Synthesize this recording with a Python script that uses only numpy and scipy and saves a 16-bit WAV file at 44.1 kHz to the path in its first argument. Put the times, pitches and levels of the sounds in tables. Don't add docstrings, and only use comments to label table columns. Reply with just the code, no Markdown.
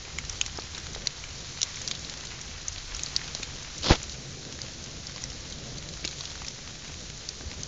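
import sys
import numpy as np
from scipy import signal
from scipy.fft import rfft, irfft, next_fast_len
from scipy.io import wavfile
from scipy.ndimage import uniform_filter1d

SR = 44100
rng = np.random.default_rng(int(sys.argv[2]) if len(sys.argv) > 2 else 0)


def to_wav(s):
    ch = np.atleast_2d(s).T
    pcm = np.round(np.clip(ch, -1, 1) * 32767)
    wavfile.write(sys.argv[1], SR, pcm.astype(np.int16))


def boost(x):
    u = np.asarray(x, float) / 20
    return 10 ** u


N = 338247
KNOCK_S = 3.9092


def evened(x):
    return x / np.sqrt(np.mean(x ** 2) + 1e-20)


def peaked(x):
    return x / (abs(x).max() + 1e-12)


def read(points, hz):
    f, value = np.transpose(points)
    return np.interp(np.log(hz + 1), np.log(f + 1), value)


def coloured(x, points):
    size = next_fast_len(len(x))
    gain = boost(read(points, np.fft.rfftfreq(size, 1 / SR)))
    return irfft(rfft(x, size) * gain, size)[:len(x)]


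def band(x, lo_hz, hi_hz):
    return signal.sosfilt(signal.butter(2, [lo_hz, hi_hz], "bandpass", fs=SR, output="sos"), x)


def add(mix, s, sound):
    part = mix[round(s * SR):][:len(sound)]
    part += sound[:len(part)]


def add_all(mix, rows, sound, t60):
    for (s, *row), noise in zip(rows, rng.standard_normal((len(rows), 2000))):
        add(mix, s, sound(*row, t60, noise))


def slow(seconds):
    size = max(int(seconds * SR), 2)
    once = uniform_filter1d(rng.standard_normal(N), size)
    return evened(uniform_filter1d(once, size))


def grains(per_s, spread_db, t60):
    hits = rng.random(N) < per_s / SR
    size = boost(spread_db * np.minimum(rng.exponential(1, N), 3.8)) * hits
    fall = boost(-2 * 60 / (t60 * SR))
    power = signal.lfilter([1], [1, -fall], size ** 2)
    return evened(np.sqrt(power) * rng.standard_normal(N))


def layer(points, far_db, near, flicker_db, flicker_s):
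    mix = boost(far_db) * rng.standard_normal(N) + near
    return evened(coloured(mix, points) * boost(flicker_db * slow(flicker_s)))


def rain():
    # time in seconds, strength of the rainfall in dB.
    rainfall = [(0.0, -44), (0.47, -42.5), (1.07, -44), (1.62, -41), (1.77, -41), (2.48, -43.5),
                (3.16, -41), (3.59, -42.5), (3.84, -41.5), (4.27, -43.5), (5.02, -43), (5.28, -42.5),
                (5.77, -44), (6.19, -42), (6.69, -43.5), (7.67, -43.5)]
    # time in seconds, how hard runoff from the trees drums the ground in dB.
    drumming = [(0.0, -50.5), (0.68, -53), (0.98, -47.5), (1.13, -51), (1.73, -53), (1.96, -48), (2.8, -53),
                (3.44, -49), (3.65, -50.5), (4.36, -48.5), (5.47, -47.5), (5.64, -46), (6.41, -50.5),
                (7.67, -50)]
    # time in seconds, push of the air on the microphone in dB.
    wind = [(0.0, -51), (0.32, -44.5), (0.7, -52.5), (0.83, -44.5), (1.34, -50.5), (1.86, -53),
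            (2.6, -48.5), (2.97, -51), (3.93, -47), (4.34, -50), (4.83, -50.5), (5.23, -47.5), (5.47, -48),
            (5.72, -47), (6.71, -53.5), (6.94, -51.5), (7.37, -46.5), (7.67, -42.5)]
    # pitch in Hz, strength in dB per Hz.
    rumble_colour = [(14, -34.5), (27, -9), (45, -2.5), (80, -0.5), (105, -7.5), (140, -33.5)]
    ground_colour = [(85, -28), (115, -2), (140, 1.5), (182, -7.5), (289, -11), (400, -13), (520, -13),
                     (800, -23.5), (1100, -56.5)]
    sway_colour = [(12, -19.5), (20, -0.5), (32, -0.5), (50, -3), (75, -30.5)]
    patter_colour = [(300, -20), (700, -4), (1200, -2), (2200, 0), (3200, -1.5), (4500, -19.5)]
    hiss_colour = [(2200, -25.5), (3200, -5.5), (4000, 0.5), (4800, -1.5), (6000, 0.7), (7000, -1.5),
                   (8000, -6)]
    steady_db = -44
    rumble_db, ground_db, sway_db, patter_db, hiss_db = -42, -42, -46, -48.5, -42
    wind_follows, ground_follows, patter_follows, hiss_follows = 0.78, 0.94, 0.79, 1.08
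    t = np.arange(N) / SR
    more_rain_db, more_drum_db, more_wind_db = (
        np.interp(t, *np.transpose(c)) - steady_db for c in (rainfall, drumming, wind))
    turned = t > KNOCK_S

    drops = grains(120, spread_db=4.0, t60=0.013)
    rumble = layer(rumble_colour, 7.2, grains(18, spread_db=2.5, t60=0.095), flicker_db=2.0, flicker_s=0.049)
    ground = layer(ground_colour, 10.5, grains(25, spread_db=1.0, t60=0.041), flicker_db=1.46, flicker_s=0.046)
    leaf_drops = drops + 0.59 * grains(90, spread_db=3.5, t60=0.012)
    patter = layer(patter_colour, 5.1, leaf_drops, flicker_db=1.05, flicker_s=0.031)
    fine_drops = drops + 1.2 * grains(160, spread_db=-2.5, t60=0.012)
    hiss = layer(hiss_colour, 9.8, fine_drops, flicker_db=0.46, flicker_s=0.018)
    sway = layer(sway_colour, 3, grains(6, spread_db=2.5, t60=0.2), flicker_db=2.5, flicker_s=0.12)

    out = boost(rumble_db + wind_follows * more_wind_db) * rumble
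    out = out + boost(ground_db + ground_follows * more_drum_db) * ground
    out = out + boost(sway_db + wind_follows * more_wind_db - 7 * turned) * sway
    out = out + boost(patter_db + patter_follows * more_rain_db - 2 * turned) * patter
    return out + boost(hiss_db + hiss_follows * more_rain_db) * hiss


def thud(peak_db, hz, t60, noise):
    t = np.arange(len(noise)) / SR
    fall = boost(-60 * t / max(t60, 0.003)) * (1 - np.exp(-t / 0.00011))
    rough = evened(band(noise, 0.39 * hz, 2.1 * hz))
    swing = np.sin(2 * np.pi * hz * t + 0.53) + 0.77 * rough
    return boost(peak_db) * peaked(swing * fall)


def tick(peak_db, low_hz, high_hz, low_db, t60, noise):
    dry_per_db = 0.54
    t = np.arange(len(noise)) / SR - 0.0005
    on, t = t > 0, np.maximum(t, 0)
    start = 1 - np.exp(-t / 0.0003)
    t60 = np.clip(t60, 0.012, 0.045)
    weight = boost(2.1 * (low_db + 11))
    wet = t60 / 0.057 * boost(-dry_per_db * max(peak_db + 16, 0))

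    rings = weight * np.sin(2 * np.pi * low_hz * t) + np.sin(2 * np.pi * high_hz * t)
    click = band(noise[::-1] * start * boost(-60 * t / 0.003), 1500, 10000)
    snap = peaked(rings * boost(-60 * t / 0.0045) * start) + 0.23 * peaked(click)
    late = int((0.001371 + 0.00033 * np.tanh(noise[0])) * SR)
    snap = snap + 0.27 * np.sign(noise[1]) * np.roll(snap, late)

    beads = noise * on * start * boost(-60 * t / (0.89 * t60))
    spray = weight * band(beads, 0.83 * low_hz, 1.32 * low_hz)
    spray = spray + band(beads, 0.87 * high_hz, 1.353 * high_hz)
    return boost(peak_db) * peaked(snap + wet * peaked(spray))


def near_drops():
    # start in seconds, peak in dB, ring in Hz.
    taps = [(0.0508, -30.5, 2380), (0.1858, -17, 2250), (0.2389, -30, 1800), (0.4125, -20, 2650),
            (0.4617, -27.5, 1940), (0.5881, -30.5, 1200), (0.7793, -31.5, 1780), (0.8676, -26, 2120),
            (0.9477, -26.5, 2030), (1.0695, -25.5, 2020), (1.2398, -23.5, 2380), (1.771, -27.5, 2170),
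            (1.9127, -22, 2250), (2.6818, -28.5, 2170), (2.9215, -28.5, 1680), (2.9936, -24.5, 2570),
            (1.6096, -27.5, 2920), (3.193, -29, 2120), (3.2146, -26, 1880), (3.2809, -26, 2500),
            (3.43, -19.5, 2420), (4.5898, -27.5, 1820), (5.1612, -32, 1050), (5.238, -32.5, 1960),
            (6.0433, -24.5, 2330), (6.0761, -29.5, 2600), (6.2078, -32, 1070), (6.3548, -29.5, 1480),
            (6.4467, -28.5, 2500), (7.409, -33, 1670)]
    # start in seconds, peak in dB, ring in Hz.
    thuds = [
        (0.079, -33.5, 377),
        (0.587, -21, 410),
        (0.961, -28, 423),
        (3.351, -29, 579),
        (3.398, -31, 328),
        (4.586, -40, 253),
        (6.0495, -26.5, 330),
        (6.351, -47, 299),
        (6.899, -37.5, 312),
        (7.521, -33.5, 328),
    ]
    # start in seconds, peak in dB, low ring in Hz,
    # high ring in Hz, weight of the low ring in dB.
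    ticks = [(0.1856, -16, 2900, 7030, -17), (0.296, -18.5, 4310, 5830, -20),
             (0.4124, -7.5, 3000, 6610, -11.5), (0.4138, -20, 3450, 6660, -7),
             (0.5733, -23, 4690, 5190, -15), (1.0711, -7.5, 4430, 5800, -9.5),
             (1.6162, -9.5, 3920, 5660, -12.5), (2.047, -23.5, 4160, 6100, 2),
             (2.6821, -14.5, 4560, 6300, -30), (2.947, -20.5, 4870, 5560, -23),
             (3.034, -12.5, 4970, 6530, -16), (3.1633, -5, 4650, 5060, -8),
             (3.3489, -14, 4220, 5630, -10.5), (4.03, -19, 4850, 6940, -20),
             (4.6164, -17.5, 4800, 6290, -9.5), (5.069, -20.5, 4660, 5300, -14),
             (5.1606, -25.5, 4500, 5420, -8), (5.2382, -18, 4860, 5730, -15.5),
             (6.076, -15.5, 4000, 6700, -9), (6.2077, -18.5, 4240, 5610, -8),
             (6.2541, -20.5, 3800, 4900, -11), (6.4826, -21, 4570, 5400, -21),
             (7.289, -15.5, 4700, 5430, -11), (7.633, -18, 4870, 6100, -12.5)]
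    splashes = [(0.4619, -17.5, 4140, 5800, -12.5), (0.7472, -25, 3900, 5700, -7.5),
                (0.7795, -22, 4100, 5600, -12), (0.8672, -25.5, 4020, 6340, -9.5),
                (0.9488, -24, 3980, 5940, -7.5), (1.6297, -5, 4010, 5660, -12.5),
                (1.7575, -25, 3720, 6160, -22), (1.8761, -12.5, 4600, 5900, -10.5),
                (1.9114, -14, 4020, 6580, -9), (1.9503, -23.5, 3860, 5290, -7.5),
                (2.0964, -21.5, 3860, 5370, -12), (2.7806, -22.5, 4120, 5950, -3),
                (2.9652, -22.5, 3700, 6840, -16.5), (2.9932, -22.5, 4050, 6900, -11.5),
                (3.061, -22, 4400, 5700, -6), (3.4311, -19.5, 4230, 6540, -11),
                (3.7803, -25.5, 3850, 6070, -21), (4.095, -24.5, 3960, 5250, -9.5),
                (5.3008, -24.5, 3250, 5330, -12), (5.523, -23.5, 3860, 6140, -9),
                (6.0486, -23, 2830, 4900, -2), (6.0486, -18.5, 4840, 4900, -12),
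                (6.111, -23, 4470, 6440, -12.5), (6.1895, -29.5, 4430, 6380, -11)]
    rebounds = [
        (1.8837, -19.5, 3300, 5600, -15),
        (6.0535, -18, 4300, 6640, -13.5),
    ]
    # start in seconds, peak in dB.
    faint = [(0.2503, -28), (0.326, -29), (0.5964, -25), (0.9326, -27), (1.2395, -33.5), (1.404, -31.5),
             (1.817, -25), (1.9927, -28.5), (2.173, -27), (2.251, -24.5), (2.2698, -26), (2.4124, -24.5),
             (2.614, -30), (2.7236, -27.5), (3.0849, -28), (3.277, -26.5), (3.6292, -27), (4.1212, -28),
             (3.832, -23.5), (4.8397, -26), (5.219, -27), (5.4996, -27), (5.771, -29), (5.782, -24),
             (5.888, -25.5), (6.304, -27.5), (6.3565, -29.5), (6.4464, -32.5), (6.465, -27), (7.1758, -28)]
    # low ring in Hz, high ring in Hz, weight of the low ring in dB.
    faint_rings = (4430, 5950, -12)
    # low ring in Hz, high ring in Hz, weight in dB.
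    faint_scatter = (350, 450, 2.1)
    out = np.zeros(N)
    add_all(out, taps, thud, t60=0.014)
    for s, peak_db, hz in thuds:
        add(out, s, thud(peak_db, hz, 6.6 / hz, rng.standard_normal(2000)))
    add_all(out, ticks, tick, t60=0.029)
    differ = np.clip(rng.standard_normal((len(faint), len(faint_rings))), -2, 2)
    leaves = np.array(faint_rings) + differ * np.array(faint_scatter)
    far_splashes = [(*row, *leaf) for row, leaf in zip(faint, leaves)]
    add_all(out, list(splashes) + far_splashes, tick, t60=0.042)
    add_all(out, rebounds, tick, t60=0.021)
    return out


def finger():
    # time in seconds, sliding speed in dB, pressure in dB.
    brush = [
        (3.815, -53, -55),
        (3.834, -34.5, -40),
        (3.87, -36.5, -30.5),
        (3.892, -29.5, -33.5),
        (3.9, -31, -24.5),
        (3.915, -36, -21),
        (3.938, -49.5, -29.5),
        (3.959, -40.5, -39),
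        (3.985, -66, -70),
    ]
    # start in seconds, peak in dB, ring in Hz.
    jerks = [
        (3.8965, -17, 700),
        (3.9005, -16, 450),
        (3.904, -13.5, 520),
        (3.9155, -15, 560),
        (3.9335, -20, 480),
        (3.938, -17, 520),
    ]
    # peak in dB, membrane swing in Hz, die-away time in seconds,
    # blow length in seconds, time of letting go in seconds.
    knock = (-2.5, 42, .07, .0016, .012)
    s, *controls = np.transpose(brush)
    slide_db, press_db = (np.interp(np.arange(N) / SR, s, c, -300, -300) for c in controls)
    shove = boost(-37 + 1.26 * (press_db + 35))
    slips = grains(1400, spread_db=3.0, t60=0.035)
    out = boost(slide_db) * evened(band(slips, 2530, 4900))
    out = out + boost(press_db) * evened(band(slips, 420, 4800))
    out = out + shove * evened(band(grains(600, spread_db=5.5, t60=0.015), 110, 590))
    add_all(out, jerks, thud, t60=0.011)

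    peak_db, hz, t60, length, release = knock
    u = np.arange(4000) / SR
    swing = np.cos(2 * np.pi * hz * u) * boost(-60 * u / t60) * np.where(u < release, 1, -0.3)
    blow = 0.7 * (u < length)
    add(out, KNOCK_S, boost(peak_db) * peaked(band(blow + 0.6 * swing, 12, 2500)))
    return out


def scene():
    return (rain() + near_drops() + finger())[None]


def unsteady_treble(x):
    hz, t, z = signal.stft(x, SR, nperseg=2048)
    power_db = 10 * np.log10(abs(z) ** 2 + 1e-14)
    bass_db = power_db[(hz > 300) & (hz < 1500)].mean(0)
    bright_db = power_db[(hz > 5000) & (hz < 7200)].mean(0)
    keen = slow(0.11)[np.minimum((t * SR).astype(int), N - 1)]
    edge_hz = np.where(keen > 0.9, 7800, 7560)
    edge_hz = np.where(bright_db > np.median(bright_db) + 3.5, 8000, edge_hz)
    edge_hz = np.where(bass_db > np.median(bass_db) + 20, 7200, edge_hz)
    return signal.istft(z * (hz[:, None] < edge_hz), SR, nperseg=2048)[1][:N]


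def roll_off(x):
    return signal.sosfilt(signal.butter(12, 9030, fs=SR, output="sos"), x)


def record(dry):
    # pitch in Hz, gain in dB.
    input_filter = [(6600, 0), (7000, -1), (7300, -5), (7600, -13.5), (7900, -27), (8000, -37.5),
                    (8100, -89)]
    # pitch in Hz, gain in dB.
    mirror_filter = [(7900, -97), (8000, -6.5), (8300, -8), (8700, -21.5), (9000, -39), (9300, -62.5),
                     (9700, -75), (10500, -150)]
    device_hz = 16000
    limited = dry[0] / (1 + abs(dry[0] / 0.75) ** 5) ** (1 / 5)
    x = unsteady_treble(coloured(limited, input_filter))
    folded = 2 * x * np.cos(2 * np.pi * device_hz * np.arange(N) / SR)
    mix = x + coloured(folded, mirror_filter) - 0.0014
    return roll_off(mix[None])


dry = scene()
out = record(dry)
to_wav(out)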